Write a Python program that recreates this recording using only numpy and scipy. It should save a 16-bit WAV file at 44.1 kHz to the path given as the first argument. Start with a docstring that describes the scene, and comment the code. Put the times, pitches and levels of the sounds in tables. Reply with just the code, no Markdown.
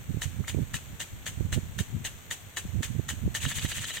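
"""Impact sprinkler on a lawn

The swinging arm cuts the jet nearly four times a second: struck modes ring and spray bursts as noise and drops.
It then trips into a fast return, chattering at about fifteen strokes a second. The free jet hisses
throughout as coloured noise, a near surface reflects the strokes, and puffs of wind buffet the microphone
ports as low rumble, rasp and slaps."""
import sys
import numpy as np
from scipy import signal
from scipy.fft import rfft, irfft, next_fast_len
from scipy.io import wavfile
from scipy.ndimage import uniform_filter1d, map_coordinates

SR = 44100
rng = np.random.default_rng(int(sys.argv[2]) if len(sys.argv) > 2 else 0)


def master(y):
    """Save y as 16-bit WAV."""
    cut = np.clip(np.atleast_2d(y).T, -1, 1)
    pcm = np.round(cut * 32767)  # scale
    wavfile.write(sys.argv[1], SR, pcm.astype(np.int16))


N = 176400  # samples: 4 s

# Knocks of the slow forward strokes: start_s, relative level_db
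FORWARD_STROKES = [(0.219, -19.5), (0.48, -21), (0.7414, -20), (1.0023, -20.5), (1.2645, -20.5),
                   (1.5267, -20), (1.788, -20.5), (2.0489, -19.5), (2.3105, -19.5), (2.5698, -19.5),
                   (2.8302, -19.5), (3.0891, -19.5), (3.3493, -17.5)]
# Knocks of the fast return strokes: start_s, relative knock_db, relative spray_db
RETURN_STROKES = [(3.451, -19.5, -34), (3.516, -21, -34.5), (3.585, -22, -33.5), (3.652, -23, -35),
                  (3.718, -22, -35), (3.782, -25, -34.5), (3.843, -22.5, -36.5), (3.905, -23, -36),
                  (3.97, -24.5, -36)]
# Further contacts just before and after each knock, lighter or harder:
# delay_s, level_db re knock, centre_hz and width_hz of the modes they ring
FORWARD_RATTLE = [(-.0018, -16, 3160, 1000), (.0098, -6.5, 2970, 1400), (0.0156, -11.5, 2690, 1000),
                  (.024, -9, 3050, 600)]
RETURN_RATTLE = [(-.0215, -10.5, 2840, 1200), (-.0062, -8, 2300, 1300), (.0096, 3, 3220, 700)]
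# Modes of the arm and head: pitch_hz, relative left_db, relative right_db, t60_s
HEAD_MODES = [(590, -16.5, -18.5, 0.02), (945, -29, -19.5, 0.026), (1346, -6.5, -9.5, 0.01),
              (1815, 0.5, -3.5, 0.017), (2075, -11.5, -12.5, 0.023), (2960, -12, -11, 0.039),
              (3303, -14, -14.5, 0.026), (3803, -5, -13.5, 0.024), (4440, -11, -28, 0.025),
              (6617, -4.5, -27, 0.039), (7830, -27, -11, 0.02)]
# Small ticks, some of them late bounces of the arm after a knock: start_s, level_db, pitch_hz
SMALL_TICKS = [(0.4395, -34, 1250), (0.4435, -39, 1550), (0.4475, -32.5, 2150), (.541, -34.5, 2350),
               (.767, -24.5, 2620), (3.371, -21, 3030), (3.404, -26, 2810)]
# Spectra of spray and jet hiss as picked up, with the colour and notches of microphones and recorder:
# frequency_hz, relative left_db, relative right_db
SPRAY_SPECTRUM = [(600, -10.5, -14), (1320, -9.5, -11), (1740, -0.5, -0.5), (2270, -2.5, -14),
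                  (3070, -1, -1.5), (3830, -3.5, -7.5), (5110, -11.5, -16.5), (5750, -6, -5.5),
                  (6730, 4.5, -6.5), (6880, 0.5, -5), (7980, -10, 3), (9060, -8.5, -7.5),
                  (10600, -16.5, -14), (13600, -8, -19.5), (15800, -14, -18)]
HISS_SPECTRUM = [(400, 1, -2), (1050, -4, -3.5), (1630, -0.5, -3), (2220, -2, -3), (3450, -4, -4),
                 (4330, -7, -13.5), (5060, -17, -37), (5640, -7, -27), (6800, -0.5, -6), (7200, -4.5, -9.5),
                 (7850, -14, 0), (8900, -12.5, -9), (10460, -26, -31.5), (11900, -10.5, -32),
                 (13600, -2.5, -35), (16000, -14, -39)]
# Colour of the spray on the fast return: frequency_hz, gain_db over the forward spray
RETURN_COLOUR = [(800, -5), (1800, -1), (2900, 1), (4300, 1), (5500, -2.5), (7000, 0), (9500, 0.5),
                 (14000, -1)]
# Likeness of left and right in the water sounds: frequency_hz, correlation (no unit)
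WATER_CORRELATION = [(400, 0.64), (1500, 0), (3000, 0.17), (5000, 0.033), (15000, 0.15)]
# Echo path delay from the near surface: left delay_s, right delay_s
ECHO_DELAYS = [0.0083, 0.0099]
# Eddies that slap a port: start_s, relative level_db, left_minus_right_db, pitch_hz
PORT_SLAPS = [(0.171, -28.5, -28, 231), (0.546, -25, -33, 330), (0.575, -28, -28, 260),
              (0.587, -25, -30, 280), (0.594, -28, -29, 240), (1.407, -24, -27, 240),
              (1.576, -22, -25.5, 255), (1.584, -25.5, -25.5, 200), (2.651, -31.5, 21, 170),
              (2.807, -28.5, -18, 230), (2.996, -23, -29, 223), (3.277, -26, -18, 302),
              (3.648, -25, -25, 204)]
# Puffs of wind: start_s (centre), length_s, relative left_db, relative right_db
WIND_PUFFS = [(0.104, 0.02, -58, -23.5), (0.146, 0.011, -58, -24), (0.175, 0.018, -45.5, -26),
              (0.261, 0.011, -60, -23), (0.283, 0.013, -60, -29), (0.358, 0.031, -61, -33),
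              (0.404, 0.017, -51, -20), (0.576, 0.039, -43.5, -21), (0.624, 0.023, -50, -21.5),
              (0.75, 0.021, -29, -51), (0.937, 0.016, -50, -34.5), (1.135, 0.016, -50, -35.5),
              (1.378, 0.013, -48, -29), (1.414, 0.021, -54, -22), (1.456, 0.017, -48, -21.5),
              (1.503, 0.035, -34, -37), (1.534, 0.015, -35, -24), (1.572, 0.024, -35, -18),
              (1.775, 0.024, -50, -30.5), (1.809, 0.013, -35, -19.5), (1.954, 0.037, -25, -50),
              (2.013, 0.011, -32, -50), (2.655, 0.015, -32, -45), (2.758, 0.033, -42, -23),
              (2.795, 0.022, -38, -21.5), (2.907, 0.014, -46, -24.5), (2.958, 0.016, -54, -24),
              (2.995, 0.013, -60, -19), (3.133, 0.025, -58, -31.5), (3.186, 0.022, -53, -33),
              (3.242, 0.02, -45, -25.5), (3.259, 0.0085, -18, -38), (3.272, 0.022, -31, -23),
              (3.459, 0.036, -59, -23.5), (3.574, 0.027, -31.5, -41), (3.647, 0.018, -47, -22.5),
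              (3.796, 0.033, -53, -34)]
# Wind spectra in the ports, body and rasp of strong puffs: frequency_hz, relative level_db
RUMBLE_SPECTRUM = [(20, -30), (50, -10), (90, 3.5), (140, -1.5), (250, -14), (450, -36.5), (1000, -58),
                   (3000, -100)]
RASP_SPECTRUM = [(60, -2), (200, 1), (400, -0.5), (800, -20), (1600, -50), (5000, -80)]
# Light breeze between the puffs, its spectrum: frequency_hz, relative level_db
BREEZE_SPECTRUM = [(20, -10), (45, -4), (90, 4), (140, -2.5), (250, -13), (450, -36), (1000, -38),
                   (3000, -100)]
# Level of the breeze over time: time_s, left_db, right_db
BREEZE_LEVEL = [(0, -43.5, -41), (.6, -47, -37.5), (1.1, -46, -45), (1.5, -44, -38.5), (1.95, -41, -42.5),
                (2.2, -50.5, -48), (2.55, -53, -47.5), (2.8, -50, -38), (3.3, -43, -38.5),
                (4, -47.5, -42.5)]

# Gains in dB, times in s, frequencies in Hz
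KNOCK_DB, KNOCK_RISE_S = -2.5, 0.00078
CRACK_DB, RETURN_CRACK_DB, CRACK_T60_S = -13, -9.5, 0.0098
RETURN_TOP_HZ = 5500  # the lighter return blows leave higher modes quiet
TICK_T60_S = 0.0097
FORWARD_SPRAY_DB, GRAZE_DB, GRAZE_LEAD_S = -14.5, -5, 0.0079
RETURN_SPRAY_DB, SPLASH_DB, SPLASH_LEAD_S = -0.37, -8.5, 0.0057
DROP_DB, DROP_HZ, DROPS_PER_S = -10, 2880, 520
DROP_SPREAD, DROP_CYCLES = 0.382, 13.8  # spread of log pitch; decay in cycles to -60 dB
HISS_DB, MIST_DB, MIST_T60_S = -51, -31.5, 0.58
ECHO_DB, GARDEN_DB, GARDEN_T60_S = -12.5, -15, 0.14
SLAP_DB, SLAP_T60_S, SLAP_RISE_S, SLAP_TOP_HZ = 12, 0.012, 0.00054, 1180
PUFF_DB, RASP_DB = -0.5, -16
TOP_HZ = 15950


def knocks(scatter_db=1.6, detune=0.028, rattle_scatter_db=2.1, rattle_jitter_s=0.000785):
    """Modal excitation: each contact rings the head's short modes a little differently, with crack and rattle."""
    out = np.zeros((2, N))
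    t = np.arange(SR // 10) / SR
    hz, left, right, t60 = np.transpose(HEAD_MODES)
    cracks = noise(SPRAY_SPECTRUM, WATER_CORRELATION)

    def strike(weight):
        """Modal superposition: one contact sums the weighted modes."""
        level, shift, phase = rng.standard_normal((3, len(hz)))
        pitch = hz * (1 + detune * shift)
        modes = ring(pitch[:, None], t60[:, None], KNOCK_RISE_S, np.pi * phase[:, None])
        gains = amp(np.array([left, right]) + scatter_db * level) * weight
        return gains @ modes

    soft = 1 / np.sqrt(1 + (hz / RETURN_TOP_HZ) ** 8)
    passes = [(FORWARD_STROKES, 1, CRACK_DB, FORWARD_RATTLE),
              (RETURN_STROKES, soft, RETURN_CRACK_DB, RETURN_RATTLE)]
    for strokes, weight, crack_db, rattle in passes:
        for s, db, *_ in strokes:
            cut = cracks[:, rng.integers(N - len(t)):][:, :len(t)]
            crack = cut * amp(crack_db - 60 * t / CRACK_T60_S)
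            add(out, s, amp(db + KNOCK_DB) * (strike(weight) + crack))
            for delay, contact_db, centre, width in rattle:
                late, harder = rng.standard_normal(2)
                contact = strike(np.exp(-((hz - centre) / width) ** 2))
                gain = amp(db + contact_db + rattle_scatter_db * harder)
                add(out, s + delay + rattle_jitter_s * late, gain * contact)
    return out


def spray(grain_db=0.5, flutter_db=0.4, lead_s=0.049):
    """Jet break-up: the arm grazes, then shatters the jet; on the return it sits in the jet before each knock."""
    # Independent bursts add in power
    forward_power, return_power, splash_power = np.zeros((3, N))
    for s, db in FORWARD_STROKES:
        graze = amp(GRAZE_DB) * burst(s - GRAZE_LEAD_S, attack_s=0.0037, hold_s=0.004, t60_s=0.013)
        cut = burst(s, attack_s=0.0013, hold_s=0.016, t60_s=0.1)
        forward_power += amp(db + FORWARD_SPRAY_DB) ** 2 * (graze ** 2 + cut ** 2)
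    for s, _, db in RETURN_STROKES:
        dip = burst(s - lead_s, attack_s=0.022, hold_s=0.024, t60_s=0.13)
        return_power += (amp(db + RETURN_SPRAY_DB) * dip) ** 2
        splash = burst(s - SPLASH_LEAD_S, attack_s=0.0063, hold_s=0.0099, t60_s=0.039)
        splash_power += (amp(db + SPLASH_DB) * splash) ** 2
    unevenness = amp(grain_db * wobble(1500) + flutter_db * wobble(220))
    water = unit(noise(SPRAY_SPECTRUM, WATER_CORRELATION) * unevenness)
    water = unit(water + amp(DROP_DB) * drops())
    returning = filtered(water, lambda hz: amp(along(RETURN_COLOUR, hz)))
    thrown = np.sqrt(splash_power) * drops()
    return np.sqrt(forward_power) * water + np.sqrt(return_power) * returning + thrown


def drops(size_db=5.5):
    """Impact superposition: many tiny decaying sines at random times make a dense patter of rms 1."""
    count = int(DROPS_PER_S * N / SR)
    pitch, size, sign = rng.standard_normal((count, 3)).T[:, :, None]
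    k = np.arange(SR // 100)
    cycles = DROP_HZ * np.exp(DROP_SPREAD * pitch) * k / SR
    decay = amp(size_db * size - 60 * cycles / DROP_CYCLES)
    grains = decay * np.sin(2 * np.pi * cycles) * np.sign(sign)
    places = rng.integers(N, size=(count, 1)) + k
    return unit(np.bincount(places.ravel(), grains.ravel(), N)[:N])


def ticks():
    """Damped resonance: small single-mode ticks, some of them late bounces of the arm after a knock."""
    out = np.zeros((2, N))
    for s, db, hz in SMALL_TICKS:
        add(out, s, amp(db) * ring(hz, TICK_T60_S, rise_s=0.00056)[None])
    return out


def jet(waver_db=0.08, grain_db=1.45):
    """Turbulent noise: the free jet hisses steadily and a fading mist follows each stroke."""
    level = amp(HISS_DB + waver_db * wobble(22) + grain_db * wobble(900))
    steady = level * noise(HISS_SPECTRUM, WATER_CORRELATION)
    mist_power = np.zeros(N)
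    for s, db, *_ in [*FORWARD_STROKES, *RETURN_STROKES]:
        mist = burst(s, attack_s=0.025, hold_s=0.032, t60_s=MIST_T60_S)
        mist_power += (amp(db + MIST_DB) * mist) ** 2
    return steady + np.sqrt(mist_power) * noise(SPRAY_SPECTRUM, WATER_CORRELATION)


def garden(x):
    """Reflection and scattering: one near echo and a short diffuse tail from lawn and hedge."""
    t = np.arange(SR // 4) / SR
    tail = rng.standard_normal((2, len(t))) * amp(-60 * t / GARDEN_T60_S)
    scatter = signal.fftconvolve(x, tail / np.linalg.norm(tail[0]), axes=1)[:, :N]
    # A linear phase response is a pure delay
    echo = filtered(x, lambda hz: np.exp(-2j * np.pi * np.outer(ECHO_DELAYS, hz)))
    return x + amp(GARDEN_DB) * scatter + amp(ECHO_DB) * echo


def slaps():
    """Pressure transient: the hardest eddies hit a port with a steep front and one quick swing."""
    out = np.zeros((2, N))
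    for s, db, pan, hz in PORT_SLAPS:
        sides = unit(amp([[pan / 2], [-pan / 2]]))
        add(out, s, amp(db + SLAP_DB) * sides * ring(hz, SLAP_T60_S, SLAP_RISE_S))
    return filtered(out, lambda hz: 1 / (1 + 1j * hz / SLAP_TOP_HZ) ** 3)


def wind(lumps_db=3.0, rasp_grows=2.04, evenness=1.0):
    """Turbulent pressure: each port has its own rumble, and the strongest puffs turn raspy."""
    t = np.arange(N) / SR
    puff_power = np.zeros((2, N))
    for s, length, left, right in WIND_PUFFS:
        puff_power += amp([[left], [right]]) ** 2 * np.exp(-np.pi * ((t - s) / length) ** 2)
    puff = np.sqrt(puff_power)
    eddies = noise(RUMBLE_SPECTRUM)
    # Level out the rumble by its running power over 20 ms
    running_power = np.abs(uniform_filter1d(eddies ** 2, SR // 50, axis=1))
    eddies = unit(eddies / running_power ** (evenness / 2))
    when, *ports = np.transpose(BREEZE_LEVEL)
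    breeze_gain = amp([np.interp(t, when, db) for db in ports])
    lumps = amp(lumps_db * np.array([wobble(30.13), wobble(30.03)]))
    breeze = breeze_gain * unit(noise(BREEZE_SPECTRUM) * lumps)
    # Rasp grows faster than the puff itself
    rasp_gain = amp(RASP_DB) * puff.max() * (puff / puff.max()) ** rasp_grows
    return amp(PUFF_DB) * puff * eddies + rasp_gain * noise(RASP_SPECTRUM) + breeze


def ring(hz, t60_s, rise_s, phase=0):
    """Damped oscillation: a sine with a short rise and exponential decay."""
    t = np.arange(SR // 10) / SR
    return np.sin(2 * np.pi * hz * t + phase) * amp(-60 * t / t60_s) * (1 - np.exp(-t / rise_s))


def burst(start, attack_s, hold_s, t60_s):
    """Envelope: straight rise, hold, exponential release."""
    t = np.arange(N) / SR - start
    release = amp(-60 * np.maximum(t - attack_s - hold_s, 0) / t60_s)
    return np.clip(t / attack_s, 0, 1) * release


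def noise(spectrum, correlation=None):
    """Spectral shaping: coloured stereo noise of rms 1, with the given correlation of its sides."""
    pair = rng.standard_normal((2, N))
    if correlation is not None:
        def mid_side_gains(hz):
            """Correlation as an angle: the cosine of twice the angle is the likeness of the sides."""
            angle = np.arccos(np.clip(along(correlation, hz)[0], -1, 1)) / 2
            return np.array([np.cos(angle), np.sin(angle)])

        mid, side = filtered(pair, mid_side_gains)
        pair = np.array([mid + side, mid - side])
    return unit(filtered(pair, lambda hz: amp(along(spectrum, hz))))


def wobble(rate):
    """Random modulation: a smooth curve through rate random knots a second."""
    knots = rng.standard_normal(int(N * rate / SR) + 4)
    return map_coordinates(knots, [np.arange(N) * rate / SR])


def filtered(x, response):
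    """Linear filtering: the spectrum of x times a response of frequency."""
    m = next_fast_len(N + 8192)
    return irfft(rfft(x, m) * response(np.fft.rfftfreq(m, 1 / SR)), m)[..., :N]


def along(points, hz):
    """Logarithmic interpolation: each column of a frequency table, read on a log axis."""
    f, *cols = np.transpose(points)
    return np.array([np.interp(np.log(hz + 1), np.log(f + 1), c) for c in cols])


def amp(db):
    """Level law: decibels to amplitude gain."""
    return 10 ** (np.asarray(db) / 20)


def unit(x):
    """Normalisation: scale to rms 1."""
    return x / np.sqrt(np.mean(x ** 2) + 1e-20)


def add(track, s, sound):
    """Superposition: mix a sound into the track at s seconds."""
    part = track[:, round(s * SR):][:, :sound.shape[1]]
    part += sound[:, :part.shape[1]]


def scene():
    """Superposition of sources: the sprinkler strokes in their garden, the jet, and wind at the microphone."""
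    strokes = knocks() + ticks() + spray()
    return garden(strokes) + jet() + wind() + slaps()


def record(dry):
    """Band limiting: the recorder keeps nothing above its top frequency."""
    return filtered(dry, lambda hz: hz < TOP_HZ)


dry = scene()
out = record(dry)
master(out)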